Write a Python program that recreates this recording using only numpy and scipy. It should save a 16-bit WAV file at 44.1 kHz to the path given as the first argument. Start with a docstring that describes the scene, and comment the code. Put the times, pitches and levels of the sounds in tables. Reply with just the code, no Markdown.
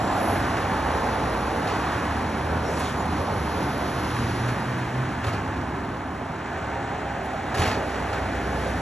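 """A busy street in the open air, heard from across the road by two close microphone ports.
A side-loading recycling truck lifts, tips and sets down a bin: engine orders form its diesel drone,
narrow noise resonances and fuzzy tones its whirr and hum, and bursts of noise, ringing modes and
thuds the clanks at the top and the slam of the bin. Cars roll by as swelling bands of noise; the exhaust
note of one that pulls away rises and then falls."""
import sys
import numpy as np
from scipy import signal
from scipy.fft import rfft, irfft
from scipy.io import wavfile

SR = 44100
rng = np.random.default_rng(int(sys.argv[2]) if len(sys.argv) > 2 else 0)


def file_out(sig):
    """Save sig as 16-bit WAV at sys.argv[1]."""
    # one column per channel
    cols = np.atleast_2d(sig).T
    # limit, then scale
    lim = np.clip(cols, -1, 1)
    pcm = np.round(lim * 32767).astype(np.int16)
    wavfile.write(sys.argv[1], SR, pcm)


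N = 388515
TIME, HZ = np.arange(N) / SR, np.fft.rfftfreq(N, 1 / SR)

# Truck diesel: t/s, firing rate f/Hz, level of the firing note before its trim/dB
DIESEL_TRACK = [(0, 46, -40.5), (.3, 47.7, -44), (.45, 59.5, -34), (1.25, 59.4, -32.5), (1.5, 60.8, -37),
                (1.9, 72.9, -32.5), (3.15, 76, -33), (3.7, 70, -34), (5, 69.86, -50), (5.6, 70.5, -34),
                (6, 69.98, -51), (6.6, 70.9, -34), (7.3, 65.8, -39.5), (8.25, 64, -32), (8.55, 63.6, -28.5),
                (8.81, 61.8, -30)]
# Truck engine orders: multiple of the firing rate, relative level/dB
DIESEL_ORDERS = [(1, -3), (1.5, -9.5), (2, -19), (3, -14), (4, -17)]
# Working machinery, steady after the last point: t/s, level before each layer's trim/dB
WORK_LEVEL = [(0, -39), (.35, -33.5), (1.4, -37), (1.9, -34.5), (2.5, -38), (3.3, -39), (4.25, -36),
              (5.4, -38), (6.15, -43.5), (6.6, -37.5), (7.2, -38.5), (8, -35.5)]
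# Colour of the clatter: f/Hz, relative level per Hz/dB
CLATTER_SPECTRUM = [(400, -17.5), (900, -5), (1250, -0.5), (1500, 2.5), (1780, 1.5), (2050, -2.5),
                    (2600, -7.5), (3500, -14.5), (4500, -21), (6000, -22.5), (8000, -20.5), (12000, -109)]


def diesel():
    """Exhaust orders follow the firing rate, and mechanical clatter pulses lightly with each firing."""
    firing_hz, note_db = curves(DIESEL_TRACK)
    turns = np.cumsum(firing_hz * (1 + 0.0096 * wander(10.86))) / SR
    note = gain_of(note_db - 2.5) * exhaust(turns, DIESEL_ORDERS, waver_db=2.1)
    firing = evened(1 + 0.067 * np.cos(2 * np.pi * turns))
    work_db, = curves(WORK_LEVEL)
    clatter_gain = gain_of(work_db + 0.36 + 0.5 * wander(36))
    clatter = clatter_gain * firing * noise(gain_of(read(CLATTER_SPECTRUM, HZ)))
    return note + clatter


# Blows of the arm and bin: t/s, level before the layer trims/dB, crash t60/s,
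# low thud and bright contact against the blow, before their trims/dB
BLOWS = [(.567, -28, .1, -38, -11.5), (1.671, -28.5, 0.66, -26, -16), (2.765, -32, .25, -25, -16),
         (2.799, -31.5, 0.187, -30, -3), (2.835, -35.5, 0.46, -28, -20), (4.432, -33.5, .15, -30, -14),
         (4.48, -30, 0.17, -37.5, -8), (5.241, -25.5, .085, -15, -12), (5.266, -31.5, 0.12, 1, -5.5),
         (5.279, -35, 0.6, 1, -17), (5.33, -36, 0.26, -15, -21), (7.543, -24.5, 0.16, -21, -6.5),
         (7.571, -27.5, 0.35, -8, -3), (7.592, -27, 0.33, 3.5, -1), (7.617, -25, 0.28, -1, -11),
         (7.652, -28.5, 0.25, -12, -9), (7.674, -31, 0.33, 5.5, -8), (7.712, -28.5, 0.15, -15, -21),
         (7.739, -37, .22, -2, -24), (7.891, -35, .12, -15, -24), (7.939, -37, 0.32, -14, -15.5),
         (8.129, -31.5, 0.29, -3.5, -11.5)]
# Ring of the steel arm and hopper: nominal f/Hz, relative level/dB, t60/s
STEEL_MODES = [(253, -9, 0.86), (423, 0, 0.59), (555, -10, 0.92), (740, 1.5, 0.45), (822, -1, .6),
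               (1275, 0, 0.43), (1685, -5, 0.57), (1820, -6, .4), (2530, -11, .4), (2710, -11, 0.5),
               (3645, -13, 0.3)]
# Colour of the crash: f/Hz, relative level per Hz/dB
CRASH_SPECTRUM = [(40, -25), (100, 5), (170, 4.5), (400, 6), (800, 3), (1200, -1), (1800, -2), (2700, -3),
                  (3700, -10), (4600, -7), (5600, -12), (10000, -24), (12000, -24)]
# Bright chink where metal meets metal: f/Hz, relative level per Hz/dB
CONTACT_SPECTRUM = [(1500, -30), (3300, 1.5), (4600, -12.5), (5600, -3), (7200, 2), (9000, -5),
                    (10700, 2.5), (12000, -7)]
CONTACT_T60_S, THUD_HZ, THUD_T60_S = 0.22, 98, 0.17  # each thud is detuned a little from THUD_HZ


def arm():
    """Each blow gives a bright contact, a jangling crash, lasting steel modes and a hollow bin's thud."""
    contact, crash, ring, thud = np.zeros((4, N))
    t = np.arange(SR) / SR
    for start_s, db, crash_t60_s, thud_db, contact_db in BLOWS:
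        at = round(start_s * SR)
        blow = gain_of(db) * (1 - np.exp(-t / 0.0017))  # soft onset
        modes = np.zeros(SR)
        for hz, mode_db, t60_s in STEEL_MODES:
            turns = hz * rng.uniform(0.98, 1.015) * t + rng.random()
            modes += gain_of(mode_db - 60 * t / t60_s) * np.sin(2 * np.pi * turns)
        thud_turns = THUD_HZ * rng.uniform(0.93, 1.09) * t
        boom = gain_of(thud_db - 60 * t / THUD_T60_S) * np.sin(2 * np.pi * thud_turns)
        chink = gain_of(contact_db - 60 * t / CONTACT_T60_S)
        decay = gain_of(-60 * t / crash_t60_s)
        for track, sound in (contact, chink), (crash, decay), (ring, modes), (thud, boom):
            track[at:at + SR] += (blow * sound)[:N - at]
    crash_noise = crash * noise(gain_of(read(CRASH_SPECTRUM, HZ)))
    contact_noise = contact * noise(gain_of(read(CONTACT_SPECTRUM, HZ)))
    metal = gain_of(-2.0) * (crash_noise + gain_of(-7.5) * contact_noise) * chatter()
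    return metal + jangle(crash) + gain_of(-10.5) * ring + gain_of(7.5) * thud


CHATTER_PER_S, CHATTER_T60_S = 420, 0.02
CHATTER_SHARE = 0.27  # share of the crash's power that chatters


def chatter():
    """The bin and the gripper knock together many times within a crash, as dense random decays."""
    knocks = (rng.random(N) < CHATTER_PER_S / SR) * rng.uniform(0.33, 3.1, N)
    decay = gain_of(-60 * TIME[:SR] / CHATTER_T60_S) ** 2
    power = abs(signal.oaconvolve(knocks, decay)[:N])
    return np.sqrt(1 - CHATTER_SHARE + CHATTER_SHARE * power / power.mean())


JANGLE_PER_S, JANGLE_T60_S, JANGLE_DB = 380, 0.06, -6.5
JANGLE_LOW_HZ, JANGLE_HIGH_HZ, JANGLE_TILT_DB_PER_OCTAVE = 699, 4300, -3.5


def jangle(shaking, count=24):
    """Loose links and brackets, each with its own pitch, ring briefly as a blow shakes them."""
    t, out = TIME[:SR // 8], np.zeros(N)
    for hz in np.geomspace(JANGLE_LOW_HZ, JANGLE_HIGH_HZ, count):
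        knocks = (rng.random(N) < JANGLE_PER_S / count / SR) * rng.uniform(0.3, 1.44, N)
        tone = np.sin(2 * np.pi * hz * rng.uniform(0.95, 1.04) * t)
        ring = gain_of(-60 * t / JANGLE_T60_S) * tone
        tilt = gain_of(JANGLE_TILT_DB_PER_OCTAVE * np.log2(hz / JANGLE_LOW_HZ))
        ring *= tilt / np.linalg.norm(ring)
        out += signal.oaconvolve(knocks * shaking, ring)[:N]
    return gain_of(JANGLE_DB) * np.sqrt(SR / JANGLE_PER_S) * out


# Resonances of the pump: f/Hz, half width f/Hz, relative level/dB
PUMP_RINGS = [(804, 16, -1.5), (757, 22, -3.5), (680, 42, -7)]
PUMP_IDLE_DB = -51.5
PUMP_SWAY, PUMP_SWAY_PER_S = 0.014, 5  # the whirr wavers with the load: rms share of pitch, rate


def pump():
    """The hydraulic whirr: noise in narrow resonances, drifting in pitch and louder in each stroke."""
    whirr = swaying(ringing(PUMP_RINGS), PUMP_SWAY, PUMP_SWAY_PER_S)
    return np.hypot(gain_of(PUMP_IDLE_DB), pump_effort()) * whirr


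# Strokes of the hydraulic pump: start t/s, length t/s, level/dB
PUMP_STROKES = [(-.4, 1.08, -37), (6.444, 2.6, -37.5)]


def pump_effort():
    """The level of all strokes of the pump."""
    return sum(stroke_level(*row) for row in PUMP_STROKES)


STROKE_RAMP_S = 0.14


def stroke_level(start_s, length_s, db):
    """A stroke or tone ramps up, holds and ramps down."""
    to_edge_s = np.minimum(TIME - start_s, start_s + length_s - TIME)
    return gain_of(db) * np.clip(to_edge_s / STROKE_RAMP_S, 0, 1)


# Tones of the hydraulic pump and a humming body panel (545 Hz):
# start t/s, length t/s, starting f/Hz, rise/(Hz per s), level/dB
PUMP_AND_PANEL_TONES = [(-.2, 0.66, 815, 10.2, -35.5), (6.66, 0.53, 802, 20, -36.5),
                        (7.25, .4, 765, 40, -39), (7.0, 1.25, 810, 60, -41.5), (6.5, .42, 545, 0.5, -40),
                        (6.5, 0.55, 905, 130, -39)]
TONE_WAVER = 0.0065  # rms share of the pitch
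TONE_FUZZ = 0.27  # noisy share of a tone's power


def unsteady_tone(start_s, length_s, start_hz, rise_hz_per_s, db):
    """An unsteady tone holds or climbs, with random flutter of level and phase to make it fuzzy."""
    hz = (start_hz + rise_hz_per_s * (TIME - start_s)) * (1 + TONE_WAVER * wander(14.2))
    fuzz = np.sqrt(TONE_FUZZ / 2) * (wander(22) + 1j * wander(22))
    flutter = np.sqrt(1 - TONE_FUZZ) + fuzz
    tone = (flutter * np.exp(2j * np.pi * np.cumsum(hz) / SR)).real
    return stroke_level(start_s, length_s, db) * tone


# Body panels shaken by the engine: f/Hz, half width f/Hz, relative level/dB
PANEL_RINGS = [(120.2, 5.33, 6.5), (254.6, 7.6, 2.5), (303.6, 6.5, -2.5), (385.5, 9.6, 1), (424, 10.3, -1),
               (551, 12, -.5), (631, 11.8, 0), (687.4, 11, 1.5), (870, 11.9, -0.5), (941, 11, -8),
               (1070, 10.5, -6.5), (1236, 13, -7.5), (1520, 19, -6.5), (1723, 20, -8)]
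PANELS_IDLE_DB, PANELS_LOAD_DB = -38.5, -1.5  # idle level; loaded level against the pump effort


def panels():
    """Body panels hum at their own resonances at idle, and harder with the pump."""
    level = np.hypot(gain_of(PANELS_IDLE_DB), gain_of(PANELS_LOAD_DB) * pump_effort())
    return level * ringing(PANEL_RINGS)


def rattle():
    """Small loose parts tick at random as short noise decays, following the machinery's level."""
    strength = gain_of(3 * np.minimum(rng.exponential(1, N), 2.6))
    knocks = (rng.random(N) < 14 / SR) * strength  # 14 per second on average
    fading = signal.oaconvolve(knocks, gain_of(-60 * TIME[:SR] / 0.057))[:N]
    work_db, = curves(WORK_LEVEL)
    return gain_of(work_db - 8) * fading * noise(gain_of(read(CLATTER_SPECTRUM, HZ)))


# Short airy hisses and a breathy squeak (5586 Hz):
# start t/s, length t/s, level/dB, centre f/Hz, half width f/Hz
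AIRY_SOUNDS = [(0.123, 0.32, -43.5, 10800, 1019), (.1, 0.56, -54, 7000, 4300),
               (2.616, 0.39, -43.5, 6400, 4200), (2.626, 0.093, -48, 5586, 230),
               (2.78, 0.162, -44, 3480, 650), (2.783, 0.036, -43.5, 10300, 1200),
               (3.1, 1.3, -56, 11100, 800), (7.221, 0.064, -58.5, 10990, 900),
               (8.55, 0.37, -54, 6540, 5050)]
# Brake squeaks: start t/s, length t/s, f/Hz, level/dB
BRAKE_SQUEAKS = [(-.08, 0.35, 7515, -48), (-.08, 0.24, 7181, -56), (2.98, .045, 7030, -46)]
SQUEAK_WAVER = 0.0035  # rms share of the pitch


def hisses_and_squeaks():
    """Soft puffs of air and a breathy squeak are bands of noise; brake pad squeaks are wavering sines."""
    def swell(start_s, length_s):
        return np.sin(np.pi * np.clip((TIME - start_s) / length_s, 0, 1))

    out = np.zeros((2, N))
    for start_s, length_s, db, hz, width_hz in AIRY_SOUNDS:
        out += gain_of(db) * swell(start_s, length_s) * noise(resonance(hz, width_hz))
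    for start_s, length_s, hz, db in BRAKE_SQUEAKS:
        turns = np.cumsum(hz * (1 + SQUEAK_WAVER * wander(160))) / SR
        out += gain_of(db) * swell(start_s, length_s) * np.sin(2 * np.pi * turns)
    return out


# Exhaust of a car rolling past: t/s, firing rate f/Hz, level before throb and trims/dB
CAR_ROLLING = [(0, 93.9, -41), (.7, 95.7, -34.5), (.9, 77.9, -32.5), (1.2, 76, -56)]
# Exhaust of a car that pulls away and shifts up: t/s, firing rate f/Hz, level before throb and trims/dB
CAR_LEAVING = [(2.43, 77, -28), (2.53, 79.16, -26.5), (2.75, 85.9, -43), (3.14, 82.95, -34),
               (3.35, 97.8, -31), (3.65, 105.9, -47), (3.85, 111, -37), (4, 114, -38), (4.17, 117.7, -32),
               (4.47, 122, -30), (4.75, 125.9, -31), (5.03, 127.9, -28), (5.17, 122.9, -34.5),
               (5.3, 111.7, -34), (5.39, 99.5, -24), (5.5, 98, -35), (5.62, 97.9, -44)]
# Car engine orders: multiple of the firing rate, relative level/dB
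CAR_ORDERS = [(1, -1), (1.5, -21), (2, -12)]
THROB_PER_S, THROB_DB, THROB_PEAK_S = 3.68, 4, 4.74  # the note swells and sinks by this much either way
BURBLE_DB, BURBLE_HZ, BURBLE_WIDTH_HZ = -14, 190, 70  # tailpipe gas, level against the car's track


def car(rows):
    """A throbbing exhaust note follows the engine speed, with a noisy puff of gas at each firing."""
    firing_hz, db = curves(rows)
    to_edge_s = np.minimum(TIME - rows[0][0], rows[-1][0] - TIME)
    sounding = np.clip(to_edge_s / 0.086, 0, 1)
    throb_db = THROB_DB * np.cos(2 * np.pi * THROB_PER_S * (TIME - THROB_PEAK_S))
    turns = np.cumsum(firing_hz * (1 + 0.0109 * wander(12.0))) / SR
    note = gain_of(throb_db - 1.8) * exhaust(turns, CAR_ORDERS, waver_db=1.0)
    puffing = evened(1 + 0.6 * np.cos(2 * np.pi * turns))
    burble = gain_of(BURBLE_DB) * puffing * noise(resonance(BURBLE_HZ, BURBLE_WIDTH_HZ))
    return sounding * gain_of(db) * (note + burble)


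# Tread notes of passing tyres: loudest at t/s, half width t/s, level/dB, centre f/Hz, half width f/Hz
TREAD_NOTES = [(.2, .15, -31.5, 698, 55), (.27, 0.13, -39, 835, 35), (1.08, 0.19, -31, 858, 45),
               (1.2, 0.19, -36, 745, 30), (.92, .16, -37, 800, 40), (1.62, 0.16, -36, 795, 35),
               (1.8, .3, -40, 1125, 35)]


def tread_hum(peak_s, width_s, db, hz, width_hz):
    """The tread pattern of a passing tyre gives a fuzzy note that swells and fades."""
    swell = 1 / (1 + ((TIME - peak_s) / width_s) ** 2)
    return gain_of(db) * swell * noise(resonance(hz, width_hz))


# Passing vehicles: nearest at t/s, time scale of the pass t/s, then levels before the layer trims:
# tyre roar/dB, road rush/dB, body rumble/dB, gritty hiss/dB
VEHICLE_PASSES = [(.23, 0.56, -30.5, -37.5, -32, -54.5), (1.15, 0.45, -34.5, -34, -48, -56.5),
                  (1.85, 0.6, -35, -43, -33.5, -57), (2.6, -0.1, -46, -34, -42, -72),
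                  (3.5, 0.6654, -33, -35.5, -34, -55.5), (4.199, 0.35, -49, -51, -36, -54),
                  (5.6, 0.5, -40.5, -54, -36, -82), (7.9, 0.32, -40, -36, -38.5, -60.5),
                  (8.66, 0.3031, -44, -35, -37.5, -57.5)]
# Colours of the four layers: f/Hz, relative level per Hz/dB
RUMBLE_SPECTRUM = [(20, -50), (30, -23), (45, -10), (62, -6.5), (85, 1.5), (115, -4.5), (150, -3.5),
                   (200, -3), (285, -3), (340, -5.5), (400, -11), (500, -28), (700, -68)]
ROAD_SPECTRUM = [(250, -27), (340, -3), (420, 5), (520, 6), (650, 2.5), (760, -6.5), (1000, -40)]
TYRE_SPECTRUM = [(300, -29), (480, -14.5), (620, -8), (730, -1.5), (860, -0.5), (1100, -3.5), (1400, -8),
                 (2000, -17.5), (3000, -25), (5000, -37.5), (9000, -55)]
HISS_SPECTRUM = [(1500, -20), (3000, 7), (4600, 6.5), (6000, 3.5), (8500, -11.5), (10000, 1.5),
                 (10900, 4.5), (11600, -4), (12400, -20)]
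# Distant traffic, before the layer trims
FAR_RUMBLE_DB, FAR_ROAD_DB, FAR_TYRES_DB, FAR_HISS_DB = -39, -46.5, -41, -72


def traffic():
    """Body rumble, wheels rushing on asphalt, tread roar and gritty hiss, each a flickering noise band."""
    _, _, tyre_db, road_db, rumble_db, hiss_db = np.transpose(VEHICLE_PASSES)
    rumble = passing(rumble_db, FAR_RUMBLE_DB, falloff=1.0) * gain_of(1.58 + 0.5 * wander(5.4))
    road = passing(road_db, FAR_ROAD_DB, falloff=1.24) * gain_of(1.74 * wander(6.5))
    tyres = passing(tyre_db, FAR_TYRES_DB, falloff=0.95) * gain_of(1.5 + 0.5 * wander(9.4))
    hiss_flicker_db = 0.55 * wander(90) + 0.5 * wander(14.0)
    hiss = passing(hiss_db, FAR_HISS_DB, falloff=1.297) * gain_of(9.5 + hiss_flicker_db)
    layers = ((rumble, RUMBLE_SPECTRUM), (road, ROAD_SPECTRUM),
              (tyres, TYRE_SPECTRUM), (hiss, HISS_SPECTRUM))
    return sum(level * noise(gain_of(read(spectrum, HZ))) for level, spectrum in layers)


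def passing(levels_db, far_db, falloff):
    """Vehicles swell and fade with their distance, over the steady level of distant traffic."""
    power = gain_of(far_db) ** 2
    for (nearest_s, scale_s, *_), db in zip(VEHICLE_PASSES, levels_db):
        power = power + gain_of(db) ** 2 / (1 + ((TIME - nearest_s) / scale_s) ** 2) ** falloff
    return np.sqrt(power)


def exhaust(turns, orders, waver_db):
    """Engine orders are sines at multiples of the firing rate, each wavering a little in level."""
    note = np.zeros(N)
    for multiple, db in orders:
        level = np.sqrt(2) * gain_of(db + waver_db * wander(11))
        note += level * np.sin(2 * np.pi * (multiple * turns + rng.random()))
    return note


def ringing(rings):
    """Steady shaking heard through narrow resonances."""
    return noise(sum(gain_of(db) * resonance(hz, width_hz) for hz, width_hz, db in rings))


def resonance(hz, width_hz):
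    """Gain of a resonance, halved at width_hz either side of its centre."""
    return 1 / (1 + ((HZ - hz) / width_hz) ** 2)


def swaying(x, depth, rate_hz):
    """Lets the pitch drift up and down by reading the sound at a wavering speed."""
    place = np.arange(N) + np.cumsum(depth * wander(rate_hz))
    return np.array([np.interp(place % N, np.arange(N), side) for side in x])


# Likeness of a wide source at the two microphone ports: f/Hz, correlation (0 to 1)
PORT_LIKENESS = [(100, 1), (300, .98), (600, .89), (1100, .87), (1700, .98), (4000, .94), (7000, .93),
                 (9000, .97), (12000, .92)]


def noise(gain):
    """Coloured noise of rms 1 from a wide source, partly alike at the two ports."""
    left, other = rfft(rng.standard_normal((2, N)))
    same = np.clip(read(PORT_LIKENESS, HZ), 0, 1)
    right = same * left + np.sqrt(1 - same ** 2) * other
    return evened(irfft(np.array([left, right]) * gain, N))


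def wander(rate_hz):
    """Slow random motion of rms 1: noise kept below about rate_hz."""
    return evened(irfft(rfft(rng.standard_normal(N)) / (1 + (HZ / rate_hz) ** 4), N))


def gain_of(db):
    """Decibels to amplitude."""
    return 10 ** (np.asarray(db) / 20)


def evened(x):
    """Scales to rms 1."""
    return x / np.sqrt(np.mean(x ** 2) + 1e-20)


def read(points, hz):
    """A spectrum joined on a log-frequency axis."""
    f, value = np.transpose(points)
    return np.interp(np.log(hz + 1), np.log(f + 1), value)


def curves(rows):
    """Each column of a table at every sample."""
    s, *columns = np.transpose(rows)
    return [np.interp(TIME, s, column) for column in columns]


def scene():
    """The truck with its pump, arm and loose parts, and the traffic around it."""
    tones = sum(unsteady_tone(*row) for row in PUMP_AND_PANEL_TONES)
    lorry = diesel() + arm() + pump() + tones + panels() + rattle()
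    cars = car(CAR_ROLLING) + car(CAR_LEAVING) + sum(tread_hum(*row) for row in TREAD_NOTES)
    return lorry + hisses_and_squeaks() + cars + traffic()


# Phase between the microphone ports: f/Hz, lead of the left/rad
PORT_PHASE = [(0, 0), (200, -.1), (550, -.5), (800, -.3), (1120, -.65), (1650, 0), (2600, .7), (4000, .8),
              (4600, 1.8), (4900, 3.14), (5500, 5.9), (6200, 6.4), (9000, 9.4), (12000, 12.2)]
# Level between the microphone ports: f/Hz, left minus right level/dB
PORT_TILT = [(50, 0), (120, -.55), (230, -1), (440, -1.2), (860, -2.6), (1670, .5), (3250, 0), (6320, 0),
             (12300, 0)]
EDGE_HZ = 11980  # top of the microphone's band


def record(dry):
    """The two microphone ports differ in phase and level; then a low-pass limits the band."""
    phase = np.interp(HZ, *np.transpose(PORT_PHASE))
    lean = gain_of(read(PORT_TILT, HZ) / 2)
    ports = irfft(rfft(dry) * np.array([lean, np.exp(-1j * phase) / lean]), N)
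    low_pass = signal.firwin(511, EDGE_HZ, window=("kaiser", 9), fs=SR)
    return signal.oaconvolve(ports, low_pass[None], "same", axes=1)


dry = scene()
out = record(dry)
file_out(out)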